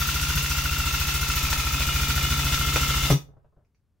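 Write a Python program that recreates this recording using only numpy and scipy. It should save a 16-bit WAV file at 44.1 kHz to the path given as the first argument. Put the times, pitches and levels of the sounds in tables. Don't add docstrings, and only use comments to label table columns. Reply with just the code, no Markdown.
import sys
import numpy as np
from scipy import signal
from scipy.fft import rfft, irfft
from scipy.io import wavfile
from scipy.ndimage import uniform_filter1d

SR = 44100
rng = np.random.default_rng(int(sys.argv[2]) if len(sys.argv) > 2 else 0)


def materialize(psi):
    bounded = np.clip(np.atleast_2d(psi).T, -1, 1)
    quanta = np.round(bounded * 32767).astype(np.int16)
    wavfile.write(sys.argv[1], SR, quanta)


N = 176400
STALL_S, STOP_S, RUN_DOWN_S = 3.08, 3.118, 0.0056


def undb(db):
    return 10 ** (np.asarray(db) / 20)


def unit(x):
    return x / np.sqrt(np.mean(x ** 2))


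def curve(table, column=1):
    rows = np.array(table)
    return np.interp(np.arange(N) / SR, rows[:, 0], rows[:, column])


def colour(x, points):
    size = 2048
    rows = np.array(points)
    hz = np.maximum(np.arange(size // 2 + 1) * SR / size, 1)
    gain_db = np.interp(np.log(hz), np.log(rows[:, 0]), rows[:, 1])
    cepstrum = irfft(np.log(undb(gain_db)))
    cepstrum[1:size // 2] *= 2
    cepstrum[size // 2 + 1:] = 0
    return signal.fftconvolve(x, irfft(np.exp(rfft(cepstrum))))[:len(x)]


def noise(points):
    return unit(colour(rng.standard_normal(N), points))


def puffs(envelope, points):
    white = rng.standard_normal(N)
    return colour(envelope * white, points) / np.std(colour(white, points))


def band(x, hz, width_hz):
    return signal.lfilter(*signal.iirpeak(hz, hz / width_hz, fs=SR), x)


def tone(hz):
    return np.sqrt(2) * np.sin(2 * np.pi * np.cumsum(hz) / SR)


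def walk(rate_hz):
    span = max(int(SR / rate_hz), 1)
    return unit(uniform_filter1d(uniform_filter1d(rng.standard_normal(N), span), span))


def burst(t, start_s, decay_s):
    return (t >= start_s) * np.exp(-np.maximum(t - start_s, 0) / decay_s)


def near(stroke, phase):
    return (stroke - phase + .5) % 1 - .5


def bell(stroke, phase, width):
    return np.exp(-.5 * (near(stroke, phase) / width) ** 2)


def accent(stroke, spread_db):
    gains = undb(spread_db * rng.standard_normal(N // 100))
    return gains[np.floor(stroke + .1).astype(int)]


# frequency in Hz, relative level in dB.
ROOM_TONE_SPECTRUM = [(18, -37.5), (30, -6), (75, -1), (176, -15), (426, -26), (597, -31.5), (1300, -35.5),
                      (2700, -43), (15000, -51)]

def room_tone():
    common = noise(ROOM_TONE_SPECTRUM)
    return undb(-70) * np.array([common + .4 * noise(ROOM_TONE_SPECTRUM) for _ in range(2)])


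def tail(t, t60_s):
    age_s = t[:SR // 2]
    echoes = rng.standard_normal(len(age_s)) * np.exp(-np.log(1000) * age_s / t60_s) * (age_s > .002)
    return echoes / np.sqrt(np.sum(echoes ** 2))


# frequency in Hz, relative gain in dB.
BOOM_SPECTRUM = [(60, 5), (170, -5.5), (300, -4), (900, -1), (2000, -13), (8000, -43.5)]

def boom(x, t):
    return undb(-22) * colour(signal.fftconvolve(x, tail(t, t60_s=0.77))[:N], BOOM_SPECTRUM)


# frequency in Hz, relative gain in dB.
WALL_SPECTRUM = [(40, -27.5), (140, -16), (300, -11), (600, -5), (1400, 0), (3000, 3), (6000, 9),
                 (15000, 10)]

def walls(x, t, parts=1):
    part = rng.integers(0, parts, N)
    wet = sum(signal.fftconvolve(x * (part == k), tail(t, t60_s=0.21))[:N] for k in range(parts))
    return undb(-1.5) * colour(wet, WALL_SPECTRUM)


# start in seconds, level in dB, decay in seconds.
TAPS = [(3.284, -50, 0.024), (3.335, -54, 0.014), (3.367, -49.5, 0.017), (3.445, -46, 0.011),
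        (3.525, -59, 0.018), (3.565, -55.5, 0.029), (3.592, -67, 0.058)]
# start in seconds, level in dB.
TICKS = [(3.648, -72), (3.747, -68)]
# frequency in Hz, relative level in dB.
TAP_SPECTRUM = [(50, 12), (150, 13), (250, -6), (450, 1), (900, -7), (1500, -18), (2200, -33), (8000, -60)]
TICK_SPECTRUM = [(800, -3), (1800, -12), (2400, 1), (3300, -17.5), (5500, -6), (8000, -31), (16000, -30)]

def handling(t):
    taps = sum(undb(db) * burst(t, start_s, decay_s) for start_s, db, decay_s in TAPS)
    ticks = sum(undb(db) * burst(t, start_s, decay_s=0.00206) for start_s, db in TICKS)
    return puffs(taps, TAP_SPECTRUM) + puffs(ticks, TICK_SPECTRUM)


# frequency in Hz, level in dB, T60 in seconds.
BAR_MODES = [(1270, -37, .2), (2520, -48.5, 0.23), (3560, -42, .21), (3620, -47, .22), (5470, -44.5, .11),
             (5940, -35.5, 0.14), (5990, -43.5, .11)]

def needle_bar(t, start_s=3.117):
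    return sum(undb(db) * burst(t, start_s, t60_s / np.log(1000)) * tone(hz * (1 + .002 * walk(140)))
               for hz, db, t60_s in BAR_MODES)


# time in seconds, lower pitch in Hz, its relative level in dB,
# upper pitch in Hz, its relative level in dB.
MOTOR_WHINES = [(0, 2105, -48.5, 2900, -48), (1.65, 2121, -43.5, 2870, -49), (1.9, 2121, -45, 2905, -36),
                (2.3, 2120, -45, 2917, -37), (2.7, 2118, -39, 2965, -37), (3.1, 2110, -40.5, 2975, -38.5)]

def motor():
    lower = tone(curve(MOTOR_WHINES, 1) * (1 + .002 * walk(60))) * undb(curve(MOTOR_WHINES, 2))
    upper = tone(curve(MOTOR_WHINES, 3) * (1 + .007 * walk(150))) * undb(curve(MOTOR_WHINES, 4))
    flutter = unit(undb(3.1 * walk(40)))
    return (lower + upper) * flutter


# time in seconds, then relative level in dB of cloth thump, gear whine,
# linkage rattle, frame buzz, frame ring, metal ring.
RUN_LEVELS = [(0, -2.5, -33, -28.5, -35.5, -2, -38), (.7, -2, -33, -30, -36, -2, -40.5),
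              (1.3, -3, -33.5, -29, -34.5, -2.5, -38.5), (1.8, .5, -33.5, -30.5, -33.5, -0.5, -39),
              (2.3, -0.5, -31.5, -30, -32, 2, -34.5), (2.8, -1, -30, -29, -32.5, 2.5, -36.5),
              (3.1, 0.5, -33.5, -30.5, -30.5, 2, -34.5)]
CLOTH_COL, GEAR_COL, RATTLE_COL, BUZZ_COL, FRAME_COL, METAL_COL = range(1, 7)
# frequency in Hz, relative level in dB.
BUZZ_SPECTRUM = [(100, 5), (180, -3), (260, -0.5), (340, -7), (600, -12), (900, -11.5), (1500, -25)]
SWELL_PHASE = 0.25

def frame_buzz(stroke):
    swell = 1 + 0.083 * np.cos(2 * np.pi * near(stroke, SWELL_PHASE))
    return undb(curve(RUN_LEVELS, BUZZ_COL)) * swell * noise(BUZZ_SPECTRUM)


# time in seconds, strokes per second.
STROKE_RATE = [(0, 13.927), (.3, 14.211), (.7, 13.936), (1.25, 14.021), (1.42, 13.502), (1.8, 13.769),
               (2.05, 13.988), (2.25, 13.801), (3.1, 13.747)]
# time in seconds, relative level in dB.
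SNIP_LEVELS = [(0, -21), (.6, -20), (1.0, -22), (1.4, -19.5), (1.55, -21), (2.2, -21), (3.1, -23)]
# frequency in Hz, relative level in dB.
SNIP_SPECTRUM = [(1000, -16.5), (2700, -10), (6500, -3.5), (9000, -12.5), (13000, -6), (15200, -5),
                 (16000, -3.5)]

def scissors(stroke, shut_phase=0.0023, open_phase=.44, decay_s=0.0028):
    since_shut_s = (stroke - shut_phase) % 1 / curve(STROKE_RATE)
    since_open_s = (stroke - open_phase) % 1 / curve(STROKE_RATE)
    snap = np.exp(-since_shut_s / decay_s) * undb(curve(SNIP_LEVELS)) * accent(stroke, spread_db=.5)
    scrape = undb(-43) * np.exp(-since_shut_s / 0.006)
    reopen = undb(-44) * np.exp(-since_open_s / decay_s)
    return np.hypot(snap, scrape + reopen) * noise(SNIP_SPECTRUM)


CLACKS = [(.34, .035, 1.0), (.52, .025, .55), (.8, .035, .7)]

def clacks(stroke):
    return sum(strength * bell(stroke, phase, width) * accent(stroke, spread_db=3)
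               for phase, width, strength in CLACKS)


GEAR_LOADS = [(.07, .038, .44), (.285, .057, 1.0), (.53, .042, .33), (.8, .055, .6)]
# time in seconds, lag in strokes.
LOAD_LAG = [(0, 0), (1.3, 0), (2.0, .05), (3.1, .06)]
# multiple of the mesh pitch, relative level in dB.
SIDE_TONES = [(2 / 3, -19), (4 / 3, -17)]
# time in seconds, centre in Hz, relative level in dB.
DRIVE_WHIRR = [(0, 2730, -38.5), (.6, 2770, -35), (1.0, 2702, -34.5), (1.4, 2552, -36.5),
               (1.85, 2414, -35.5), (2.2, 2426, -38), (2.6, 2712, -37.5), (3.1, 2766, -36.5)]

def gears(t, stroke, teeth=98, roughness=.015, stall_sag_per_s=2.7):
    cycle = stroke - curve(LOAD_LAG)
    load = .04
    bend = .014 * np.cos(2 * np.pi * near(cycle, 0.18)) + roughness * walk(520)
    for phase, width, strength in GEAR_LOADS:
        swell = bell(cycle, phase, width)
        load += strength * swell * accent(cycle, spread_db=1.5)
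        bend -= .04 * near(cycle, phase) / width * swell
    load = unit(load * undb(1.5 * walk(290)))
    stall = np.clip(1 - stall_sag_per_s * (t - STALL_S), 0, 1)
    mesh_hz = teeth * curve(STROKE_RATE) * stall * (1 + bend)
    sides = sum(undb(db) * tone(k * mesh_hz * (1 + roughness * walk(300))) for k, db in SIDE_TONES)
    mesh = load * (tone(mesh_hz) + sides)
    whirr_hz = curve(DRIVE_WHIRR) * (1 + .8 * bend + .028 * walk(800)) + 40 * walk(30)
    whirr = unit(tone(whirr_hz) * (.4 + clacks(stroke)))
    return undb(curve(RUN_LEVELS, GEAR_COL)) * mesh + undb(curve(DRIVE_WHIRR, 2)) * whirr


# frequency in Hz, bandwidth in Hz, gain in dB.
METAL_MODES = [(1915, 90, -13), (2350, 50, -4), (2478, 14, 0), (2720, 70, -4.5), (2900, 50, -0.5),
               (2975, 35, -2.5), (3290, 77, -2), (3494, 67, 3.5), (3660, 22, -4), (4684, 60, -11)]

def gun_metal(x):
    return sum(undb(db) * band(x, hz, width_hz) for hz, width_hz, db in METAL_MODES)


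# frequency in Hz, relative level in dB.
RATTLE_SPECTRUM = [(300, -20), (700, -14), (900, 3.5), (1150, 4.5), (1600, 2), (2500, 4), (4000, -1),
                   (6500, -3.5), (8700, -17), (11500, -11), (15000, -11), (16000, -5.5)]

def linkage(t, stroke, running, clicks_per_s=1400):
    clicks = (rng.random(N) < clicks_per_s / SR) * rng.standard_normal(N)
    swell = 1 + 0.23 * np.cos(2 * np.pi * near(stroke, SWELL_PHASE)) + .45 * clacks(stroke)
    chatter = unit(clicks) + .6 * rng.standard_normal(N)
    grain = undb(1.3 * walk(260))
    drive = chatter * swell * grain * running
    ears = [drive + undb(2.5) * walls(drive, t, parts=6) for _ in range(2)]
    rattle_gain = undb(curve(RUN_LEVELS, RATTLE_COL)) / np.std(colour(drive, RATTLE_SPECTRUM))
    metal_gain = undb(curve(RUN_LEVELS, METAL_COL)) / np.std(gun_metal(drive))
    return np.array([rattle_gain * colour(x, RATTLE_SPECTRUM) + metal_gain * gun_metal(x) for x in ears])


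# start in seconds, then relative level in dB of thud, crack, clang.
KNOCKS = [(1.5291, -31, -16, -13), (1.767, -48, -27.5, -12), (1.806, -36.5, -27, -10.5),
          (1.896, -43, -29.5, -9.5), (2.179, -29, -31, -16.5), (2.7596, -19, -17.5, -13.5),
          (2.766, -17.5, -26, -23.5), (2.908, -33.5, -29.5, -21.5), (3.102, -13.5, -25, -23.5)]
# start in seconds, level in dB, decay in seconds.
CLUNKS = [(2.761, -26.5, .012), (3.102, -22.5, 0.026)]
# frequency in Hz, relative level in dB.
THUD_SPECTRUM = [(100, -24.5), (250, -1.5), (480, 12), (800, 6), (1500, -4.5), (3000, -13.5), (6000, -16),
                 (10000, -33.5), (16000, -42.5)]
CRACK_SPECTRUM = [(300, -25.5), (800, -2), (1500, -2), (2600, 0.5), (3500, -5.5), (5000, -11), (9000, -20),
                  (16000, -29)]
CLUNK_SPECTRUM = [(120, -21.5), (230, 4.5), (420, 5), (600, -3.5), (850, -5.5), (1200, -11.5),
                  (2200, -24.5), (8000, -54)]

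def knocks(t, knock_decay_s=0.0032, crack_decay_s=0.0026):
    thud = sum(undb(db) * burst(t, start_s, knock_decay_s) for start_s, db, _, _ in KNOCKS)
    crack = sum(undb(db) * burst(t, start_s, crack_decay_s) for start_s, _, db, _ in KNOCKS)
    clang = sum(undb(db) * burst(t, start_s, knock_decay_s) for start_s, _, _, db in KNOCKS)
    clunk = sum(undb(db) * burst(t, start_s, decay_s) for start_s, db, decay_s in CLUNKS)
    return (puffs(thud, THUD_SPECTRUM) + puffs(crack, CRACK_SPECTRUM)
            + gun_metal(clang * rng.standard_normal(N)) + puffs(clunk, CLUNK_SPECTRUM))


def push(since_s, width_ms):
    return -np.exp(-.5 * (since_s * 1000 / width_ms) ** 2) / (width_ms * np.sqrt(2 * np.pi))


# phase in strokes, relative level in dB.
PUSHES = [(0.026, 0), (0.222, -2.5)]
# time in seconds, relative level in dB, contact width in ms.
FOOT_BUMPS = [(0.35, 5.5, 1.15), (0.355, 0, 0.77), (3.096, 9.5, 0.92), (3.102, 11.5, 0.63),
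              (3.109, 7, 0.64), (3.117, 11, .8)]
# frequency in Hz, bandwidth per pass in Hz, gain in dB.
FRAME_MODES = [(138.2, 21.5, 0), (157.4, 18, -2.5), (280, 26, -9.5), (417, 19, -9.5)]

def cloth_and_frame(t, stroke, cloth_hz=59, cloth_width_hz=49.6):
    force = sum(undb(db) * push(near(stroke, phase) / curve(STROKE_RATE), width_ms=1)
                * accent(stroke, spread_db=.5) for phase, db in PUSHES)
    force *= t < STALL_S
    bumps = sum(undb(db) * push(t - at_s, width_ms) for at_s, db, width_ms in FOOT_BUMPS)
    on_cloth = force * undb(curve(RUN_LEVELS, CLOTH_COL)) + undb(-10.5) * bumps
    on_frame = force * undb(curve(RUN_LEVELS, FRAME_COL)) + undb(-2) * bumps
    cloth = band(band(on_cloth, cloth_hz, cloth_width_hz), cloth_hz, cloth_width_hz)
    frame = sum(undb(db) * band(band(on_frame, hz, width), hz, width) for hz, width, db in FRAME_MODES)
    return undb(0.5) * cloth + frame


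def scene():
    t = np.arange(N) / SR
    stroke = np.cumsum(curve(STROKE_RATE)) / SR
    running = np.exp(-np.maximum(t - STOP_S, 0) / RUN_DOWN_S)
    noises = undb(-3.5) * running * (frame_buzz(stroke) + scissors(stroke))
    noises += cloth_and_frame(t, stroke) + knocks(t) + handling(t)
    tones = undb(-2.5) * running * (gears(t, stroke) + motor()) + needle_bar(t)
    direct = noises + tones
    ears = room_tone() + undb(-8.5) * linkage(t, stroke, running)
    for ear in ears:
        ear += direct + boom(direct, t) + walls(noises + undb(-7) * tones, t)
    return ears * undb([[0.6], [-0.6]])


def record(dry):
    return signal.sosfilt(signal.ellip(10, .2, 80, 15700, fs=SR, output="sos"), dry)


dry = scene()
out = record(dry)
materialize(out)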